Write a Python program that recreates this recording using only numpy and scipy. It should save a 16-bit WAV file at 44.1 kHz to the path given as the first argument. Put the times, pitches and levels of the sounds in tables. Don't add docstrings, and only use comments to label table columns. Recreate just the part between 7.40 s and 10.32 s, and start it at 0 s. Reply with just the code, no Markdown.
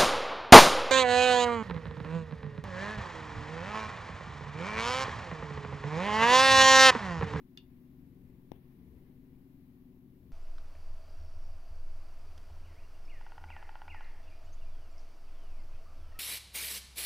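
import sys
import numpy as np
from scipy import signal
from scipy.fft import rfft, irfft
from scipy.io import wavfile
from scipy.ndimage import uniform_filter1d

SR = 44100
rng = np.random.default_rng(int(sys.argv[2]) if len(sys.argv) > 2 else 0)


def attenuation_scalar(level_db):
    decades = np.asarray(level_db, float) / 20
    return 10 ** decades


def to_wav(s):
    ch = np.atleast_2d(s).T
    pcm = np.round(np.clip(ch, -1, 1) * 32767)
    wavfile.write(sys.argv[1], SR, pcm.astype(np.int16))


N = 128772
T = np.arange(N) / SR

STEEL_HZ = [1346, 1737, 2730, 2852, 2997, 3279, 3529, 3614, 3978, 4484, 4750, 5150, 5873, 7111]
# ring level/dB, t60/s, clack level/dB, left minus right level/dB
STEEL_MODES = [(-21, 0.07, -35, 20), (-14.5, 0.09, -31, 9), (-8, 0.1, -18, 6), (-3, 0.14, 3, 5),
               (-14, 0.14, -29, -3), (-12, 0.13, -18, 3), (-6, 0.14, 3.5, 4), (-9, 0.13, -15, 8),
               (-18, 0.12, -19, 2), (-10, 0.13, 0, -3), (-15, 0.1, -12, -3), (-22, .08, -10, -12),
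               (-19, 0.05, -17.5, -18), (-26, 0.05, -22, -4)]
# t/s, left level/dB, right level/dB
CONTACTS = [
    (.1742, -16, -2),
    (.1748, -3, -22),
]
# f/Hz, spectral level/dB per Hz
CRACK = [(1000, -43), (2500, 6), (4500, 3.5), (6000, -1), (8000, -7), (11000, -8), (15500, -7)]
# f/Hz, level/dB, t60/s
REBOUND = [
    (310, -22.5, .007),
    (800, -36, .012),
]
# f/Hz, left level/dB, t60/s, right minus left level/dB
TICK = [
    (2300, -47, .004, -30),
    (3450, -42.5, .005, -31),
    (5550, -49, .005, -33),
]
# f/Hz, spectral level/dB per Hz
FIZZ = [(7500, -30), (9500, -3), (12000, -11), (15500, 7)]
# f/Hz, spectral level/dB per Hz
PEEL = [(300, 0), (800, 2), (1400, -13), (2200, -9), (3400, -11), (4200, -29), (9000, -42), (15000, -14)]
# t/s, rustle level/dB, case rumble level/dB
HAND = [(0, -104, -84), (.3, -77.5, -65), (.55, -89, -62), (.85, -77, -56), (1.1, -82, -64.5),
        (1.124, -76, -55), (1.15, -79, -52), (1.2, -79, -63.5), (1.351, -77.5, -63.5), (1.548, -76, -53),
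        (1.7, -78, -59), (1.95, -82, -61), (2.3, -85, -71.5), (2.92, -96, -58.5)]
# f/Hz, spectral level/dB per Hz
RUSTLE = [(300, -1.5), (550, -4), (1000, -5), (1400, -14), (2000, -6), (3500, -19.5), (7000, -34),
          (15000, -19.5)]
# f/Hz, spectral level/dB per Hz
CASE = [(20, -12), (60, 5), (130, -2), (250, -11), (450, -14), (900, -52.5)]
# multiple of shaft rate, level/dB
HARMONICS = [(1, -5), (2, -15.5), (3, -6.5), (4, -7.5), (5, -16), (6, 0.5), (7, -4), (8, -2), (9, -15),
             (10, -9.5), (11, 2), (12, 1), (13, -16.5), (14, -14), (15, -25.5), (16, -9), (17, -16.5),
             (18, -42), (19, -31.5), (20, -30)]
# f/Hz, level/dB
MAINS = [
    (119.5, -71),
    (373, -77),
]
# f/Hz, spectral level/dB per Hz
RUMBLE = [(18, 7), (35, 1.5), (100, -7.5), (230, 4.5), (330, -3.5), (420, -14.5), (600, -27.5), (1200, -50)]
# f/Hz, spectral level/dB per Hz
HISS_L = [(300, 0), (1080, -6.5), (1300, -13.5), (1900, -11), (4000, -19.5), (6000, -25.5), (8200, -30),
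          (12000, -17)]
# f/Hz, spectral level/dB per Hz
HISS_R = [(400, 0), (1050, -6), (1450, -10.5), (2100, -13), (4000, -14.5), (6000, -21), (8200, -24.5),
          (12000, -8.5)]
# t/s, share of cells dropped
DROPOUTS = [(0, .08), (.18, .1), (.21, .65), (.29, .5), (.33, .12), (.5, .3), (.65, .1), (.95, .2),
            (1.1, .05), (1.15, .65), (1.28, .5), (1.33, .15), (1.7, .3), (2.0, .08), (2.3, .15),
            (2.55, .15), (2.64, .6), (2.75, .12)]


def unit(x):
    return x / np.sqrt(np.mean(x ** 2))


def noise(colour):
    hz, db = np.array(colour, float).T
    f = np.maximum(np.arange(N // 2 + 1) * SR / N, 1)
    gain = attenuation_scalar(np.interp(np.log(f), np.log(hz), db))
    return unit(irfft(rfft(rng.standard_normal(N)) * gain, N))


def walk(rate):
    k = int(SR / rate)
    held = np.repeat(rng.standard_normal(N // k + 1), k)
    return unit(uniform_filter1d(uniform_filter1d(held, k), k)[:N])


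def since(start):
    return np.maximum(T - start, 0)


def fade(start, t60):
    return (T >= start) * np.exp(-np.log(1000) * since(start) / t60)


def ring(start, hz, t60, rise=1e-5, wander=0):
    onset = 1 - np.exp(-since(start) / rise)
    return fade(start, t60) * onset * np.sin(2 * np.pi * hz * (T - start) + wander)


def ports(left_db, right_db):
    return attenuation_scalar(np.array([[left_db], [right_db]]))


def rattle():
    depth_rad, rate_hz, apart = 0.7, 110, 0.6
    common = walk(rate_hz)
    return depth_rad * (common + apart * np.array([walk(rate_hz), walk(rate_hz)]))


def steel_modes(start):
    ring_db, clack_db, clack_cycles, contact_s = -54.5, -42, 57, 0.00015
    out = np.zeros((2, N))
    for k, (hz, (mode_db, t60, mode_clack_db, pan_db)) in enumerate(zip(STEEL_HZ, STEEL_MODES)):
        sign = (-1) ** k
        tone = sign * attenuation_scalar(ring_db + mode_db) * ring(start, hz, t60, contact_s, rattle())
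        for s, left_db, right_db in CONTACTS:
            clack = attenuation_scalar(clack_db + mode_clack_db) * ring(s, hz, clack_cycles / hz, contact_s)
            tone = tone + ports(left_db, right_db) * clack
        out += ports(pan_db / 2, -pan_db / 2) * tone
    return out


def add_echoes(dry_snap):
    room_db, delay_s, t60_s, top_hz = -9, 0.0052, 0.17, 4400
    echoes = rng.standard_normal((2, N)) * fade(delay_s, t60_s)
    echoes = echoes / np.sqrt(np.sum(echoes ** 2, axis=1, keepdims=True))
    echoes = signal.lfilter(*signal.butter(2, top_hz, fs=SR), echoes)
    return dry_snap + attenuation_scalar(room_db) * signal.fftconvolve(dry_snap, echoes, axes=1)[:, :N]


def snap():
    crack_db, crack_t60_s, crack_lead_s, low_hz = -54, 0.042, 0.0004, 1120
    start = CONTACTS[0][0]
    out = steel_modes(start)
    crack = np.array([noise(CRACK), noise(CRACK)])
    out += attenuation_scalar(crack_db) * fade(start - crack_lead_s, crack_t60_s) * crack
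    return signal.lfilter(*signal.butter(2, low_hz, "high", fs=SR), add_echoes(out))


def air_push(start):
    squeeze_db, squeeze_s, right_db = -27.5, 0.0009, -32
    squeeze = (T < start) * np.exp(np.minimum(T - start, 0) / squeeze_s)
    push = attenuation_scalar(squeeze_db) * squeeze
    for hz, db, t60 in REBOUND:
        push = push - attenuation_scalar(db) * ring(start, hz, t60)
    push = signal.lfilter(*signal.butter(2, 2000, fs=SR), push)
    push = signal.lfilter(*signal.butter(1, 61.4, "high", fs=SR), push)
    push = signal.lfilter(*signal.iirnotch(1360, 1.44, SR), push)
    return push * ports(0, right_db)


def tick(start):
    fizz_db, fizz_right_db, fizz_t60_s, contact_s = -46, -10, 0.0045, 0.00015
    fizz = fade(start, fizz_t60_s) * noise(FIZZ)
    out = ports(fizz_db, fizz_db + fizz_right_db) * fizz
    for hz, db, t60, right_db in TICK:
        out += ports(db, db + right_db) * ring(start, hz, t60, contact_s)
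    return out


def peel(start):
    level_db, right_db, rise_s, t60_s, flicker_db = -57.5, -21, 0.0091, 0.26, 2.5
    swell = fade(start, t60_s) * (1 - np.exp(-since(start) / rise_s)) * attenuation_scalar(flicker_db * walk(90))
    return ports(level_db, level_db + right_db) * swell * np.array([noise(PEEL), noise(PEEL)])


def tap():
    tap_s, tick_lead_s = 1.11825, 0.0004
    return air_push(tap_s) + tick(tap_s - tick_lead_s) + peel(tap_s)


def hand():
    rustle_right_db, case_right_db, flicker_db = -4.5, -9, 2.5
    s, rustle_db, case_db = np.array(HAND).T
    rustle = ports(0, rustle_right_db) * np.array([noise(RUSTLE), noise(RUSTLE)])
    rustle = rustle * attenuation_scalar(np.interp(T, s, rustle_db) + flicker_db * walk(59.57))
    rumble = noise(CASE) * attenuation_scalar(np.interp(T, s, case_db))
    return rustle + rumble * ports(0, case_right_db)


def motor():
    shaft_hz, speed_drift, knock_s = 22.44, 0.00046, 0.011
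    level_db, flutter_db = -66.5, 1.8
    sweep_rad, sweep_order, scatter_rad = 0.12, 11.5, 0.6
    turn = 2 * np.pi * shaft_hz * (np.cumsum(1 + speed_drift * walk(2)) / SR - knock_s)
    out = np.zeros(N)
    for k, db in HARMONICS:
        phase = scatter_rad * rng.standard_normal() - sweep_rad * (k - sweep_order) ** 2
        level = attenuation_scalar(level_db + db + flutter_db * walk(5.815))
        out += level * np.sqrt(2) * np.sin(k * turn + phase)
    for hz, db in MAINS:
        out += attenuation_scalar(db + flutter_db * walk(2.5)) * np.sqrt(2) * np.sin(2 * np.pi * hz * T)
    return out


def hum():
    rumble_db, stray_db, lag_s, pan_db = -62.5, -11, 0.00014, 5.5
    out = motor() + attenuation_scalar(rumble_db + 0.7 * walk(1.8)) * noise(RUMBLE)
    stray = attenuation_scalar(rumble_db + stray_db) * noise(RUMBLE)
    left = np.interp(T - lag_s, T, out)
    return np.array([left, out + stray]) * ports(pan_db / 2, -pan_db / 2)


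def hiss():
    left_db, right_db, swell_db = -70.5, -74.5, 0.45
    return ports(left_db, right_db) * np.array([noise(HISS_L), noise(HISS_R)]) * attenuation_scalar(swell_db * walk(3.9))


def scene():
    return snap() + tap() + hand() + hum() + hiss()


def thin_out(x):
    thin_hz, width_hz, drop_db = 7600, 1700, -25
    hz, s, cells = signal.stft(x, SR, nperseg=2048)
    chance = rng.random((len(hz) // 9 + 1, len(s) // 2 + 1))
    chance = chance.repeat(9, axis=0).repeat(2, axis=1)[:len(hz), :len(s)]
    band = np.exp(-((hz[:, None] - thin_hz) / width_hz) ** 2)
    share = band * np.interp(s, *np.array(DROPOUTS).T)
    gated = cells * np.where(chance < share, attenuation_scalar(drop_db), 1)
    return signal.istft(gated, SR, nperseg=2048)[1][:, :N]


def low_pass(x):
    return signal.sosfilt(signal.butter(12, 16410, fs=SR, output="sos"), x)


def record(dry):
    top_cut = signal.ellip(8, 0.2, 40, 15750, fs=SR, output="sos")
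    mix = signal.sosfilt(top_cut, thin_out(dry))
    return low_pass(mix)


dry = scene()
out = record(dry)
to_wav(out)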